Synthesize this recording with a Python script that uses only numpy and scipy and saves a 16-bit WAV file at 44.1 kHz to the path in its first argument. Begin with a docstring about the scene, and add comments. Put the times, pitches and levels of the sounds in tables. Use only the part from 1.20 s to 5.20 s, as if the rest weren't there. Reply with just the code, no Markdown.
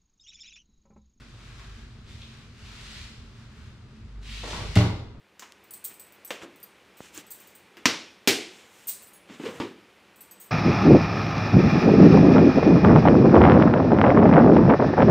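"""First come a low room rumble, brushing jeans and the dull thuds of socks crossing a bare, echoing room.
Nylon rustles against nylon as a folded umbrella is loosened, and its ribs tick together.
The runner (the sliding ring) scrapes up the shaft, and the folds flap out, pushing puffs of air.
Then the runner latches and the canopy snaps taut, booming like a drum."""
import sys
import numpy as np
from scipy import signal
from scipy.fft import rfft, irfft
from scipy.io import wavfile

SR = 44100
rng = np.random.default_rng(int(sys.argv[2]) if len(sys.argv) > 2 else 0)


def put_to_file(sound):
    """Save the sound as 16-bit audio at rate SR, in the file named by the first command-line argument."""
    columns = np.atleast_2d(sound).T  # one column per channel
    safe = np.clip(columns, -1, 1)
    whole_steps = np.round(safe * 32767)
    wavfile.write(sys.argv[1], SR, whole_steps.astype(np.int16))


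N = 176400
T = np.arange(N) / SR
HZ = np.fft.rfftfreq(N, 1 / SR)

# tone of the building's rumble (frequency [Hz], relative level [dB])
RUMBLE_TONE = [(20, -12.5), (45, -5), (120, 1), (170, -10), (230, -7.5), (300, -17), (400, -17), (520, -25),
               (800, -28), (1300, -23.5), (2500, -34.5), (15000, -78)]
# low hums that never stop (frequency [Hz], level [dB])
HUMS = [(118.5, -55.5), (221, -59)]
# a deep hum that comes and goes (time [s], level [dB])
DRONE_LEVELS = [(0, -54.5), (.5, -44.5), (1.3, -64.5), (1.5, -50.5), (2.1, -58), (2.74, -63.5),
                (2.84, -44.5), (3.02, -39.5), (3.75, -42), (4, -54)]
# how long the echo lasts (frequency [Hz], time to fade by 60 dB [s])
ECHO_FADE = [(250, 0.74), (1000, 0.52), (5000, 0.59), (8000, 0.48), (16000, 0.4)]
# how much sound spreads to the sides (frequency [Hz], gain [dB])
STEREO_WIDTH = [(60, -25), (125, -16.5), (500, -10.5), (2000, -5), (4000, -2)]
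# how much louder the left is than the right (frequency [Hz], gain [dB])
LEFT_LEAN = [(250, -0.24), (3000, 1.7), (12000, -1.6)]

# soft footfalls (time [s], level [dB])
STEPS = [(.3, -48.5), (.58, -51), (.87, -38.5), (1.4, -43), (1.751, -38.5), (1.96, -42.5), (2.37, -37.5),
         (2.8, -45.5)]
# tone of a footfall (frequency [Hz], relative level [dB])
STEP_TONE = [(25, -18), (55, -0.5), (78, 4.5), (130, -10.5), (220, -22.5), (5000, -88)]
# trouser legs and sleeves brushing (peak time [s], rise [s], fall [s], level [dB])
BRUSHES = [(.0, .05, 0.032, -52), (.25, 0.12, 0.069, -55.5), (.39, 0.083, 0.096, -53),
           (.57, 0.097, 0.084, -57), (1.18, .2, 0.059, -57), (1.52, 0.15, 0.42, -54.5),
           (2.19, 0.057, 0.054, -60.5), (2.4, 0.12, .13, -58), (2.76, 0.054, 0.046, -65)]
# tone of the clothes (frequency [Hz], relative level [dB])
BRUSH_TONE = [(200, -9), (450, -4.5), (800, -9.5), (1100, -0.5), (1600, 0.5), (2100, -2.5), (3800, -5.5),
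              (7000, -14), (15000, -36)]

# nylon rubbing as the umbrella is loosened (time [s], level [dB])
LOOSEN_RUB = [(.0, -60.5), (.4, -62), (.84, -63.5), (.89, -53.5), (1.18, -62), (1.32, -62.5), (1.45, -53),
              (1.62, -49), (1.77, -46), (1.9, -55.5), (2.02, -61.5), (2.42, -67), (2.65, -66)]
# nylon rubbing as the runner is pushed up (time [s], level [dB])
PUSH_RUB = [(3.0, -67), (3.035, -52), (3.075, -48), (3.16, -44), (3.2, -46.5), (3.24, -42), (3.325, -38.5),
            (3.37, -42.5), (3.48, -47.5), (3.55, -45.5), (3.58, -71)]
# tone of the rubbing (frequency [Hz], relative level [dB])
RUB_TONE = [(250, -16.5), (800, -9.5), (1400, -3), (2400, 1), (4000, 0), (8500, -13.5), (10500, -22.5),
            (12500, -25), (14000, -49)]
# folds flapping out, then bouncing back (time [s], cloth level [dB], air level [dB])
FLAPS = [(3.232, -34.5, -46), (3.273, -41, -49), (3.305, -39, -35), (3.328, -34, -36.5),
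         (3.372, -37.5, -30.5), (3.404, -38.5, -35), (3.436, -47, -32.5), (3.605, -27.5, -28.5),
         (3.648, -29.5, -19.5), (3.796, -45, -34), (3.944, -53, -34)]
# tone of a flap (frequency [Hz], relative level [dB])
FLAP_TONE = [(100, -29), (250, -1), (420, 5.5), (700, 0), (1150, -1.5), (1600, -10), (3000, -25),
             (15000, -55)]
# tone of the pushed air (frequency [Hz], relative level [dB])
AIR_TONE = [(30, -14.5), (110, 1.5), (160, -10.5), (500, -34.5), (5000, -94)]
# tone of the runner's scrape (frequency [Hz], relative level [dB])
SCRAPE_TONE = [(1500, -31), (2200, -3), (3400, -2), (6000, -15.5), (15000, -38)]
# ribs ticking together (time [s], level [dB])
RIB_TICKS = [(1.018, -34.5), (1.031, -41), (3.795, -49)]
# tone of a tick (frequency [Hz], relative level [dB])
TICK_TONE = [(500, -22), (1800, -11), (2500, 4.5), (4000, 7.5), (5000, -6), (15000, -56)]
# tone of the latch (frequency [Hz], relative level [dB])
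LATCH_TONE = [(420, -34), (1400, -9.5), (2020, 5), (3200, -1), (5100, -12), (7400, -13.5), (10200, -23.5),
              (12300, -24), (15400, -40)]
# cloth panels cracking taut (time [s], level [dB], fall [s])
CRACKS = [(3.5615, -22.5, 0.006), (3.571, -18.5, 0.0045), (3.587, -27.5, 0.0081), (3.613, -34, 0.006)]
# tone of a crack (frequency [Hz], relative level [dB])
CRACK_TONE = [(60, -13), (160, 0), (290, 0), (520, 3.5), (1450, -4.5), (2500, -2), (4200, -5),
              (6500, -17.5), (10000, -28.5), (12300, -31), (14000, -50)]
# notes of the taut canopy (frequency [Hz], relative level [dB], time to fade by 60 dB [s])
CANOPY_NOTES = [(49.5, -25, 0.6), (89, -13.5, .52), (112.6, -8.5, 0.46), (151, -22.5, 0.45),
                (183, -9.5, .34), (290.7, -24.5, .52), (373, -33.5, .38), (421, -34, 0.52), (588, -28, .33),
                (600, -31, 0.44), (658, -34, .42), (790, -29, 0.39), (970, -36.5, 0.57)]


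def amp(db):
    """Turns decibels into a gain to multiply by."""
    return 10 ** (np.asarray(db) / 20)


def unit(x):
    """Scales a signal to an average power of 1."""
    return x / np.sqrt(np.mean(abs(x) ** 2) + 1e-20)


def read(points, hz):
    """Reads between a table's rows on a pitch-like (logarithmic) frequency scale."""
    freqs, values = np.transpose(points)
    return np.interp(np.log(hz + 1), np.log(freqs + 1), values)


def level(points):
    """Joins (time [s], level [dB]) points into a gain over time."""
    return amp(np.interp(T, *np.transpose(points)))


def colour(x, tone):
    """Filters a sound to the given tone; white noise keeps its power."""
    log_gain = np.log(unit(amp(read(tone, HZ))))
    mirrored = np.r_[log_gain, log_gain[-2:0:-1]]
    response = np.exp(np.conj(signal.hilbert(mirrored)))  # rings after a hit, never before
    taps = irfft(response[:len(HZ)])[:4096]
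    return signal.fftconvolve(x, taps)[:N]


def noise():
    """White noise: an even hiss."""
    return rng.standard_normal(N)


def burst(start, rise_s, fall_s):
    """A loudness curve that climbs in a straight line, then dies away."""
    return np.clip((T - start) / rise_s, 0, 1) * np.exp(-np.maximum(T - start - rise_s, 0) / fall_s)


def waver(rate_hz):
    """A slow random wobble in strength and phase, as complex numbers."""
    hz = np.fft.fftfreq(N, 1 / SR)
    return unit(np.fft.ifft((noise() + 1j * noise()) * np.exp(-(hz / rate_hz) ** 2)))


def rumble(db=-49):
    """The building makes a steady low noise."""
    return amp(db) * colour(noise(), RUMBLE_TONE)


def hum(waver_hz=10.1, drone_hz=49.4, octave_db=-12.5):
    """Low tones waver in the room while a deeper one swells and fades."""
    tones = sum(amp(db) * waver(waver_hz) * np.exp(2j * np.pi * hz * T) for hz, db in HUMS)
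    deep = np.exp(2j * np.pi * drone_hz * T)
    swell = level(DRONE_LEVELS) * (1 + 0.26 * waver(waver_hz))
    drone = swell * (deep + amp(octave_db) * deep ** 2)
    return np.sqrt(2) * (tones + drone).real


def echo_tail(echoes_per_s=5000, gap_s=0.0015, build_s=0.0045):
    """Hard walls answer a click with a crowd of echoes; the highest pitches die first."""
    echoes = np.sign(rng.standard_normal(SR)) * (rng.random(SR) < echoes_per_s / SR)
    echoes *= np.clip((T[:SR] - gap_s) / build_s, 0, 1)
    hz, times, bands = signal.stft(echoes, SR, nperseg=256)
    fade = amp(-60 * times / read(ECHO_FADE, hz)[:, None])
    tail = signal.istft(bands * fade, SR, nperseg=256)[1]
    return tail / np.linalg.norm(tail)


def room_echo(x, count=5, cycle_hz=30):
    """The sound takes turns among several echo tails, so the echo stays smooth and does not ring."""
    offsets = np.arange(count)[:, None] / count
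    shares = np.maximum(np.cos(2 * np.pi * (T * cycle_hz - offsets)), 0) ** 2
    shares /= np.linalg.norm(shares, axis=0)
    return sum(signal.fftconvolve(x * share, echo_tail())[:N] for share in shares)


def footsteps(rise_s=0.031, fall_s=0.078):
    """Feet in socks press dull thuds out of the floor."""
    thuds = sum(amp(db) * burst(start, rise_s, fall_s) for start, db in STEPS)
    return colour(noise() * thuds, STEP_TONE)


def rustle(snaps_per_s=2500, spread_db=3.5, rub_gain=0.87):
    """Rubbing cloth makes tiny snaps of uneven size over a smooth hiss."""
    snaps = (rng.random(N) < snaps_per_s / SR) * np.sign(noise())
    sizes = amp(spread_db * np.minimum(rng.exponential(1, N), 5))
    return unit(unit(snaps * sizes) + rub_gain * noise())


def clothes():
    """Each stride or reach is one swell of rubbing cloth."""
    swells = sum(amp(db) * np.exp(-((T - peak) / np.where(T < peak, rise, fall)) ** 2)
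                 for peak, rise, fall, db in BRUSHES)
    return colour(rustle() * swells, BRUSH_TONE)


def nylon(rise_s=0.0033, fall_s=0.019):
    """The folds rub together, then flap out and push air."""
    rub = colour(rustle() * level(LOOSEN_RUB + PUSH_RUB), RUB_TONE)
    flaps = sum(amp(db) * burst(start, rise_s, fall_s) for start, db, _ in FLAPS)
    puffs = sum(amp(db) * burst(start, rise_s, fall_s) for start, _, db in FLAPS)
    return rub + colour(rustle() * flaps, FLAP_TONE) + colour(noise() * puffs, AIR_TONE)


def runner(db=-44.5):
    """The runner scrapes as it is shoved up the shaft."""
    shove = amp(db) * burst(start=3.045, rise_s=0.08, fall_s=0.11)
    return colour(rustle() * shove, SCRAPE_TONE)


def ticks_and_snap(rise_s=0.00066):
    """The ribs tick together, the runner latches and the panels crack taut."""
    ticks = sum(amp(db) * burst(start, rise_s, fall_s=0.0018) for start, db in RIB_TICKS)
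    latch = amp(-18.5) * burst(start=3.5548, rise_s=rise_s, fall_s=0.0055)
    cracks = sum(amp(db) * burst(start, rise_s, fall) for start, db, fall in CRACKS)
    return (colour(noise() * ticks, TICK_TONE)
            + colour(noise() * latch, LATCH_TONE)
            + colour(noise() * cracks, CRACK_TONE))


def canopy_boom(start=3.56, rise_s=0.0023, gain_db=-1, flutter_hz=9.8, full_flutter_above_hz=670):
    """The stretched canopy rings like a drum; its higher notes flutter as the cloth settles."""
    age = np.maximum(T - start, 0)
    ring = 0
    for k, (hz, db, fade_s) in enumerate(CANOPY_NOTES):
        depth = min(hz / full_flutter_above_hz, 1)
        flutter = np.sqrt(1 - depth ** 2) + depth * waver(flutter_hz)
        note = (flutter * np.exp(2j * np.pi * hz * age)).imag
        direction = -(-1) ** k  # neighbouring notes start by swinging opposite ways
        ring += direction * amp(db - 60 * age / fade_s) * note
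    return amp(gain_db) * (1 - np.exp(-age / rise_s)) * ring


def scene(echo_db=-0.5, left_lag_s=0.000045):
    """Mixes to stereo: direct sound near the middle, echoes wide up high and narrow down low."""
    direct = clothes() + nylon() + runner() + ticks_and_snap()
    echo_gain = amp(echo_db)
    in_room = (direct + echo_gain * room_echo(direct)) / np.hypot(1, echo_gain)
    middle = rfft(in_room + footsteps() + canopy_boom() + hum() + rumble())
    side = rfft(room_echo(direct) + footsteps() + rumble()) * amp(read(STEREO_WIDTH, HZ))
    lean = amp(read(LEFT_LEAN, HZ) / 2)  # half goes to each ear
    lag_s = left_lag_s / np.hypot(1, HZ / 2000)  # high pitches lag less
    left = irfft((middle + side) * lean * np.exp(-2j * np.pi * HZ * lag_s))
    right = irfft((middle - side) / lean)
    return np.array([left, right])


def record(dry, cutoff_hz=15600):
    """Cuts away the very highest pitches."""
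    low_pass = signal.firwin(511, cutoff_hz, window=("kaiser", 9), fs=SR)
    return signal.oaconvolve(dry, low_pass[None], "same")


dry = scene()
out = record(dry)
put_to_file(out)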